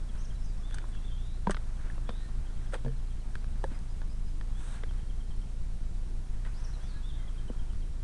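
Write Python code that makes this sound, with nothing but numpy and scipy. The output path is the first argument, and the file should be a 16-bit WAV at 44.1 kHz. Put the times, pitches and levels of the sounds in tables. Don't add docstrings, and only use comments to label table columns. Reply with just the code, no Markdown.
import sys
import numpy as np
from scipy import signal
from scipy.io import wavfile
from scipy.ndimage import uniform_filter1d

SR = 44100
rng = np.random.default_rng(int(sys.argv[2]) if len(sys.argv) > 2 else 0)


def output_pcm(signal):
    pcm = np.clip(np.atleast_2d(signal).T, -1, 1) * 32767
    wavfile.write(sys.argv[1], SR, np.round(pcm).astype(np.int16))


def boost_factor(decibels):
    exponent = np.asarray(decibels, float) / 20
    return 10 ** exponent


N = 354167

# frequency [Hz], level [dB].
HISS_SPECTRUM = [(88, -39), (150, -4), (198, -7), (251, -9.5), (349, -11.5), (573, -21.5), (652, -16.5),
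                 (741, -21), (1660, -31), (2110, -28), (9350, -32.5), (10400, -35.5), (12100, -47),
                 (15700, -86), (22000, -120)]
# frequency [Hz], level [dB].
CLOCK_LINES = [(3892, -81), (5599, -82.5), (6202, -96.5), (7402, -86), (8301, -98), (9598, -87)]
# time [s], level [dB], frequency [Hz].
FALLING_NOTES = [(0.0907, -54.5, 3320), (0.1979, -64, 3090), (0.301, -59, 3250), (2.4603, -59, 3250),
                 (2.5681, -63, 3230), (2.6643, -61, 3280), (2.769, -60, 3300), (2.8818, -62, 3170),
                 (2.9916, -63, 3300), (3.106, -60.5, 3250), (3.2161, -62, 3010), (4.8908, -57, 3210),
                 (4.9876, -57.5, 3200), (5.0966, -56, 3260), (5.2051, -55, 3220), (5.3073, -57, 3220),
                 (5.416, -57.5, 3140), (7.2789, -55, 3300), (7.3806, -55, 3230), (7.4809, -55, 3050),
                 (7.5915, -56, 3210), (7.697, -57, 3070), (7.8191, -60, 3180)]
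# time [s], level [dB], frequency [Hz].
RISING_NOTES = [(2.5406, -69, 4370), (2.6494, -70, 4370), (2.9627, -66, 4210), (3.0714, -67, 4210),
                (3.1994, -66, 4240), (4.8638, -68, 4360), (4.75, -64, 4250), (4.9694, -69, 4270),
                (5.0694, -66, 4320), (5.2819, -65, 4180), (5.3867, -67, 4330), (7.8032, -67, 4480)]
# time [s], level [dB], frequency [Hz].
LEVEL_NOTES = [(3.3794, -67, 4730), (3.5894, -68, 4760), (3.7419, -65, 5030), (3.8894, -66, 5010),
               (4.0911, -64, 5000), (4.2602, -63, 5000)]
# start [s], length [s], starting frequency [Hz], level [dB].
SLURS = [(1.15, .24, 3227, -63), (2.056, 0.22, 3280, -62), (4.536, .235, 3220, -66.5),
         (6.788, 0.21, 3180, -66)]
# start [s], length [s], from [Hz], to [Hz], level [dB].
GLIDES = [(.243, 0.019, 6520, 5140, -56), (.345, .027, 4050, 3880, -67), (.39, .045, 5400, 5300, -70),
          (.435, .095, 5130, 4650, -70), (.57, .05, 5520, 5330, -70), (.63, .068, 3400, 3730, -62),
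          (.698, .012, 3650, 3250, -62), (.71, 0.037, 3300, 3600, -61), (.925, 0.029, 3550, 2600, -65),
          (.878, .022, 8400, 8500, -65), (.968, .014, 2600, 2850, -63), (1.04, .02, 3300, 3700, -61),
          (1.06, .014, 3620, 3400, -63), (1.078, .014, 3280, 3500, -60), (1.93, .07, 2720, 2750, -72),
          (2.17, .16, 1850, 1793, -69), (6.638, 0.025, 6350, 4920, -56), (6.732, .03, 4300, 3800, -60.5),
          (7.025, 0.07, 3330, 3750, -59.5), (7.09, .028, 3750, 3020, -59.5),
          (7.175, 0.082, 2120, 1980, -66.5), (6.925, .075, 1670, 1660, -67), (7.38, .045, 1700, 1690, -70),
          (7.175, .04, 3300, 3100, -68), (1.11, .03, 3550, 3480, -67), (6.87, .06, 4750, 4200, -70),
          (.755, 0.027, 3700, 3600, -66), (.79, .03, 3400, 3900, -71)]
# start [s], length [s], from [Hz], to [Hz], level [dB].
TRILLS = [(.175, 0.063, 5600, 6500, -61.5), (.435, 0.037, 5950, 6150, -63), (.7, .08, 3200, 3000, -70),
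          (.915, 0.08, 3400, 3370, -66), (1.095, 0.063, 3180, 3250, -62.5),
          (6.53, 0.094, 4080, 6400, -64.5), (6.665, 0.067, 5900, 5620, -69), (6.82, 0.048, 6300, 5500, -66),
          (6.855, .075, 4950, 4250, -67), (6.925, .085, 4250, 3950, -67), (7.118, .057, 3450, 3750, -65)]
# frequency [Hz], width [Hz], level [dB].
REGULATOR_MODES = [(60, 38, -8), (122, 14, 6.5), (194.6, 22.5, 7.5)]
# time [s], level [dB].
PUSH_EFFORT = [(0.0, -61), (0.18, -59.5), (0.51, -62), (0.85, -59), (1.25, -63), (1.61, -59.5), (2.06, -59),
               (2.7, -59.5), (2.97, -63.5), (3.69, -60), (4.3, -64), (4.7, -57.5), (5.03, -63), (6.11, -64),
               (6.66, -57), (6.98, -62.5), (7.45, -59.5), (8.03, -66)]
# frequency [Hz], level [dB].
BRUSH_SPECTRUM = [(250, -16), (500, -3), (1000, -1.5), (1600, -2), (2000, -7.5), (2600, -14), (4000, -16),
                  (8000, -25)]
# middle [s], length [s], body [dB], swish [dB].
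STROKES = [(0.166, 0.11, -60, -73), (0.76, 0.18, -60.5, -83), (1.514, 0.077, -56, -75),
           (1.86, 0.22, -59, -87), (2.25, 0.16, -71, -83), (2.744, 0.045, -45.5, -61),
           (2.783, 0.05, -60, -82), (3.74, 0.12, -59, -78), (4.637, 0.14, -63, -65),
           (4.738, 0.19, -56.5, -62), (4.988, 0.21, -63, -83), (6.464, 0.049, -53, -73),
           (6.617, 0.23, -65, -83), (6.898, 0.33, -62, -81), (7.53, .2, -69, -89)]
# frequency [Hz], level [dB].
STROKE_SPECTRUM = [(250, -30), (500, -1), (1000, -3.5), (1600, 1.5), (2000, -5.5), (2600, -8),
                   (4000, -14.5), (8000, -54)]
# frequency [Hz], width [Hz], level [dB].
SWISH_MODES = [(8300, 1000, 0.5), (6300, 790, -7), (9800, 830, -12), (3400, 880, -4)]
# frequency [Hz], width [Hz], level [dB].
SNAP_MODES = [
    (1600, 600, 3),
    (1050, 500, -14),
    (2350, 600, -10),
    (3200, 700, -10),
    (4400, 1200, -17),
]
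# frequency [Hz], width [Hz], level [dB].
PORT_MODES = [(6300, 460, 1.5), (8400, 1100, 4), (9800, 900, -12), (4470, 680, -6)]
# frequency [Hz], width [Hz], level [dB].
TUBE_MODES = [(360, 68, -7), (477, 73, -3), (600, 110, -3), (760, 100, -7.5), (884, 60, -1.5),
              (1150, 47, -18)]
# time [s], snap [dB], tube frequency [Hz], knock [dB], airy tick [dB].
BLOWS = [(0.7097, -40, 506, -48, -53), (0.7247, -46, 447, -56, -52), (0.7433, -39.5, 778, -46, -34.5),
         (0.7842, -34.5, 441, -47, -43.5), (1.4707, -33, 760, -33, -57), (1.4962, -38, 730, -31, -46),
         (1.508, -30, 690, -40, -27), (1.5149, -35, 1180, -38, -41), (1.5681, -34, 528, -44, -60),
         (2.0919, -32, 490, -38, -52), (2.1044, -49, 1000, -36.5, -63), (2.7349, -53, 541, -33.5, -45),
         (2.7413, -33.5, 610, -40, -40.5), (2.751, -41, 470, -33.5, -46), (2.7594, -50, 522, -40, -50),
         (3.3544, -32.5, 398, -46, -47), (3.6403, -36, 500, -37, -42), (3.7898, -59, 404, -54, -44)]
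# time [s], snap [dB], snap frequency [Hz], knock [dB].
TAPS = [(0.841, -51, 1660, -44), (0.9505, -44, 1590, -51), (1.5457, -29, 1525, -41),
        (1.8617, -58, 1600, -44.5), (1.9799, -52, 1450, -42.5), (2.7255, -44, 1850, -52),
        (2.848, -46, 1390, -38), (2.86, -52, 2300, -40), (2.8815, -45, 1800, -45), (3.4433, -43, 1660, -50),
        (3.7149, -50, 1350, -50), (4.0168, -42, 1630, -45), (4.4115, -37, 1590, -45),
        (4.8355, -37, 1670, -37), (4.9096, -45, 1400, -50), (5.1104, -53, 1500, -60),
        (6.4507, -43, 1600, -48), (6.4631, -45, 1830, -48), (7.4993, -60, 1400, -37.5),
        (7.7328, -46, 1340, -59), (3.557, -49, 1600, -60), (3.6345, -46, 1150, -58),
        (3.7205, -48, 1550, -56), (4.607, -50, 1500, -58), (4.637, -49, 1650, -60), (2.765, -46, 1400, -52),
        (1.5735, -43, 1400, -48)]
# time [s], level [dB], frequency [Hz], width [Hz].
IMPACT_RINGS = [(1.471, -19.5, 194.4, 21.6), (1.471, -17.5, 950, 75), (1.495, -22, 190, 29),
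                (1.4955, -22.5, 388, 55), (1.4711, -21.5, 467, 85), (2.091, -30.5, 228, 41),
                (2.846, -31, 132, 5.7), (2.848, -34, 230, 28), (2.862, -36.5, 605, 47),
                (2.862, -36, 530, 36), (2.866, -35.5, 242, 17), (2.868, -40.5, 130, 5.8),
                (2.868, -38.5, 450, 13.6), (2.863, -45, 1700, 64), (2.734, -35, 510, 32),
                (2.735, -33.5, 1370, 91), (3.6408, -20.5, 890, 170), (3.642, -31, 1700, 120),
                (3.646, -29, 530, 50), (3.715, -32, 242, 47), (7.499, -29, 228, 38), (7.499, -35.5, 486, 60),
                (0.841, -37, 990, 150), (1.9, -36, 1740, 120), (2.742, -36.5, 830, 60),
                (1.509, -32, 2940, 200), (6.45, -46, 1830, 120), (4.836, -36, 2030, 200),
                (4.91, -46, 960, 230), (1.497, -27, 1050, 89),
                (.7097, -43, 1330, 130), (.7433, -45, 813, 90), (.7842, -46, 1114, 150),
              (1.471, -29.5, 1560, 89), (1.496, -32, 1513, 100), (1.496, -26, 597, 66),
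              (1.508, -32, 1176, 42), (1.512, -38, 1420, 60), (1.513, -33, 1810, 60),
              (1.569, -32, 1950, 250), (1.5685, -34, 1270, 200), (1.5685, -34, 528, 140),
              (1.98, -41, 1066, 130), (2.092, -32.5, 720, 120), (2.741, -33, 1846, 96),
              (2.751, -40, 1421, 70), (2.751, -42, 495, 50), (2.848, -40, 603, 150), (2.89, -44, 460, 20),
              (3.6401, -23, 415, 110), (2.0915, -33, 490, 85), (2.104, -42, 1000, 90),
              (2.092, -33, 1000, 200), (2.731, -42, 700, 150), (4.836, -42, 1270, 200),
              (7.499, -41, 985, 120)]


def evened(x):
    return x / np.sqrt(np.mean(x ** 2) + 1e-20)


def add(mix, s, sound):
    part = mix[round(s * SR):][:len(sound)]
    part += sound[:len(part)]


def smooth(x, seconds):
    r = np.exp(-1 / (seconds * SR))
    return signal.lfilter([1 - r], [1, -r], x)


def band(x, lo_hz, hi_hz):
    return signal.sosfilt(signal.butter(3, [lo_hz, hi_hz], "bandpass", fs=SR, output="sos"), x)


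def ring(x, modes):
    out = np.zeros(x.shape)
    for hz, width, db in modes:
        r = np.exp(-np.pi * width / SR)
        pole = r * np.exp(2j * np.pi * hz / SR)
        out += boost_factor(db) * signal.lfilter([1 - r], [1, -pole], x).real
    return out


def noise(spectrum, patchy_db):
    bin_hz = np.fft.rfftfreq(512, 1 / SR)
    real, imag, patches = rng.standard_normal((N // 128 + 5, 257, 3)).T
    patches = uniform_filter1d(patches, 6, 0)
    patches = evened(uniform_filter1d(patches, 12, 1))
    hz, db = np.transpose(spectrum)
    shape_db = np.interp(np.log(bin_hz + 1), np.log(hz), db)
    spectra = (real + 1j * imag) * boost_factor(shape_db[:, None] + patchy_db * patches)
    return evened(signal.istft(spectra, nperseg=512, noverlap=384)[1][:N])


def amplifier():
    t = np.arange(N) / SR
    wander = smooth(smooth(rng.standard_normal(N), 0.052), 0.017)
    drift = 0.12 * evened(wander)
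    lines = np.zeros(N)
    for hz, db in CLOCK_LINES:
        turns = hz * t + drift * hz / 4000 + rng.random()
        lines += boost_factor(db) * np.sqrt(2) * np.sin(2 * np.pi * turns)
    return boost_factor(-56) * noise(HISS_SPECTRUM, 1.0) + lines


def tone(hz, db, taper):
    waver, flutter = (evened(smooth(smooth(z, 0.0025), 0.0019)) for z in rng.standard_normal((2, len(hz))))
    phase = 2 * np.pi * np.cumsum(hz * (1 + 0.0066 * waver)) / SR
    level = boost_factor(db + 1.8 * flutter) * np.sqrt(2)
    return level * np.sin(phase) * signal.windows.tukey(len(hz), taper)


def birds():
    far, near = np.zeros((2, N))
    warble_hz = 88
    dips = 0.6 - 2 * np.sin(np.pi * warble_hz * np.arange(SR) / SR) ** 4

    for s, length, hz, db in SLURS:
        u = np.linspace(0, 1, round(length * SR))
        rise = 0.24 * np.sin(np.pi / 2 * u) ** 1.05
        warble = 0.055 * u ** 0.58 * dips[:len(u)]
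        add(far, s, tone(hz * (1 + rise + warble), db - 8 * u, 0.21))

    for rows, depth in ((GLIDES, 0), (TRILLS, 0.0347)):
        for s, length, from_hz, to_hz, db in rows:
            u = np.linspace(0, 1, round(length * SR))
            hz = from_hz + (to_hz - from_hz) * u
            hz = hz + depth * 3300 * (hz / 3300) ** 2.2 * dips[:len(u)]
            arch_db = 7.5 * (2 * u - 1) ** 2
            add(far, s, tone(hz, db - arch_db, 0.15))

    # notes, note length in s, relative glide, trim in dB
    callers = ((FALLING_NOTES, 0.022, -0.14, -6), (RISING_NOTES, 0.022, 0.08, -5),
               (LEVEL_NOTES, 0.045, -0.015, -6))
    for notes, length, glide, trim_db in callers:
        u = np.linspace(0, 1, round(length * SR))
        hook = 0.054 * np.exp(-u / 0.14)
        tune = 1 + glide * (u ** 2.27 - 0.2) - hook
        for s, db, hz in notes:
            add(near, s - 0.004, tone(hz * tune, db + trim_db, 0.51))

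    echoes = rng.standard_normal(8000) * np.exp(-np.arange(8000) / SR / 0.084)
    echoes /= np.linalg.norm(echoes)
    scattered = signal.oaconvolve(boost_factor(-3.5) * far + boost_factor(-8) * near, echoes)[:N]
    return far + near + scattered


def throb():
    busy_s, idle_s, stall_s, let_up_s = 0.014, 0.021, 0.031, 0.0034
    jitter, draw = rng.standard_normal((300, 4)), rng.random(300)
    filled = np.floor(np.cumsum(0.25 * (0.5 + draw)))
    load, s = np.zeros(N + SR), 0.0
    for j, stalled in zip(jitter, np.diff(filled, prepend=0) > 0):
        sag_s = (stall_s if stalled else busy_s) * (1 + 0.142 * j[0])
        add(load, s, np.full(round(sag_s * SR), 1 + 0.18 * j[1]))
        if stalled:
            add(load, s + sag_s * (0.4605 + 0.094 * j[3]), -np.ones(round(let_up_s * SR)))
        s = min(s + sag_s + idle_s * (1 + 0.17 * j[2]), N / SR)

    frames = np.arange(N) / SR * 30.02
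    sensor_read = 1.0 * (frames % 1 < 0.05)
    quarter_frame = 0.21 * (4 * frames % 1 < 0.2)
    let_ups = 0.31 * (sensor_read + quarter_frame)
    supply = smooth(smooth(let_ups - load[:N] + 0.89, 0.0051), 0.00064)
    coupled = supply - smooth(supply, 0.025) + ring(supply, REGULATOR_MODES)
    return boost_factor(-31.5) * evened(coupled - coupled.mean())


def brush():
    push_db = np.interp(np.arange(N) / SR, *np.transpose(PUSH_EFFORT))
    body, sweep = boost_factor(push_db - 2), np.zeros(N)
    swish = boost_factor(-75 + 0.5 * (push_db + 60.5))
    for middle, length, stroke_db, swish_db in STROKES:
        stroke = np.hanning(round(1.26 * length * SR))
        add(sweep, middle - 0.63 * length, boost_factor(stroke_db) * stroke)
        add(swish, middle - 0.73 * length, boost_factor(swish_db) * stroke)

    crack_level = boost_factor(6.1 * np.minimum(rng.exponential(1, N), 3.8))
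    cracks = crack_level * (rng.random(N) < 250 / SR)
    grain = evened(1 + 0.15 * evened(smooth(cracks, 0.0047)))
    leaves = evened(band(ring(rng.standard_normal(N), SWISH_MODES), 2100, 10200))
    stems = body * noise(BRUSH_SPECTRUM, 1.6) + sweep * noise(STROKE_SPECTRUM, 1.5)
    return grain * (stems + swish * leaves)


def hits():
    out, t = np.zeros(N), np.arange(2600) / SR
    tap_tubes = 460 * (1 + 0.19 * rng.uniform(-1.1, 1, len(TAPS)))
    soft = [(s, snap, hz, knock, -66) for (s, snap, _, knock), hz in zip(TAPS, tap_tubes)]
    s, snap_db, tube_hz, knock_db, tick_db = np.transpose(BLOWS + soft)
    stem_hz, stem_width, stem_db = SNAP_MODES[0]
    pitches = [1] * len(BLOWS) + [row[2] / stem_hz for row in TAPS]

    excess_db = np.maximum(np.maximum(knock_db + 45, tick_db + 47), 0)
    rattle_ms = np.maximum(1.9 + 0.27 * excess_db, 0.3)[:, None]
    decay = np.exp(-t * 1000 / rattle_ms) + 0.046 * np.exp(-t / 0.011)
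    rattle = (1 - np.exp(-t / 0.0003)) * decay
    z = rng.standard_normal((len(s), 3, 2600))

    crack = -np.exp(-t / 0.0001) + 0.3 * z[:, 0] * rattle
    stems = []
    for c, pitch in zip(crack, pitches):
        mode = [(stem_hz * pitch, stem_width, stem_db)]
        stems.append(ring(ring(c, mode), mode))
    snaps = band(ring(crack, SNAP_MODES[1:]) + stems, 860, 4800)

    push = -np.exp(-t / 0.0002) + 0.32 * z[:, 1] * rattle
    struck_tube = np.array([ring(p, [(hz, 90, 3)]) for p, hz in zip(push, tube_hz)])
    knocks = band(ring(push, TUBE_MODES) + struck_tube, 225, 1570)

    puff = z[:, 2] * (rattle + 2.1 * np.exp(-t / 0.0008))
    ticks = band(ring(puff, PORT_MODES), 3900, 9600)

    for db, sounds in ((snap_db, snaps), (knock_db, knocks), (tick_db, ticks)):
        peaks = abs(sounds).max(axis=1, keepdims=True)
        for at, sound in zip(s, boost_factor(db)[:, None] * sounds / peaks):
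            add(out, at, sound)

    t = np.arange(6000) / SR
    for at, db, hz, width in IMPACT_RINGS:
        envelope = (1 - np.exp(-t * hz / 0.42)) * np.exp(-np.pi * width * t)
        add(out, at, -boost_factor(db) * envelope * np.sin(2 * np.pi * hz * t))
    return out


def scene():
    return (amplifier() + birds() + throb() + brush() + hits())[None]


def band_limit(x):
    return signal.sosfilt(signal.butter(12, 12240, fs=SR, output="sos"), x)


def record(dry):
    edge = signal.butter(8, 10900, fs=SR, output="sos")
    mix = signal.sosfilt(edge, dry) - 0.0069
    return band_limit(mix)


dry = scene()
out = record(dry)
output_pcm(out)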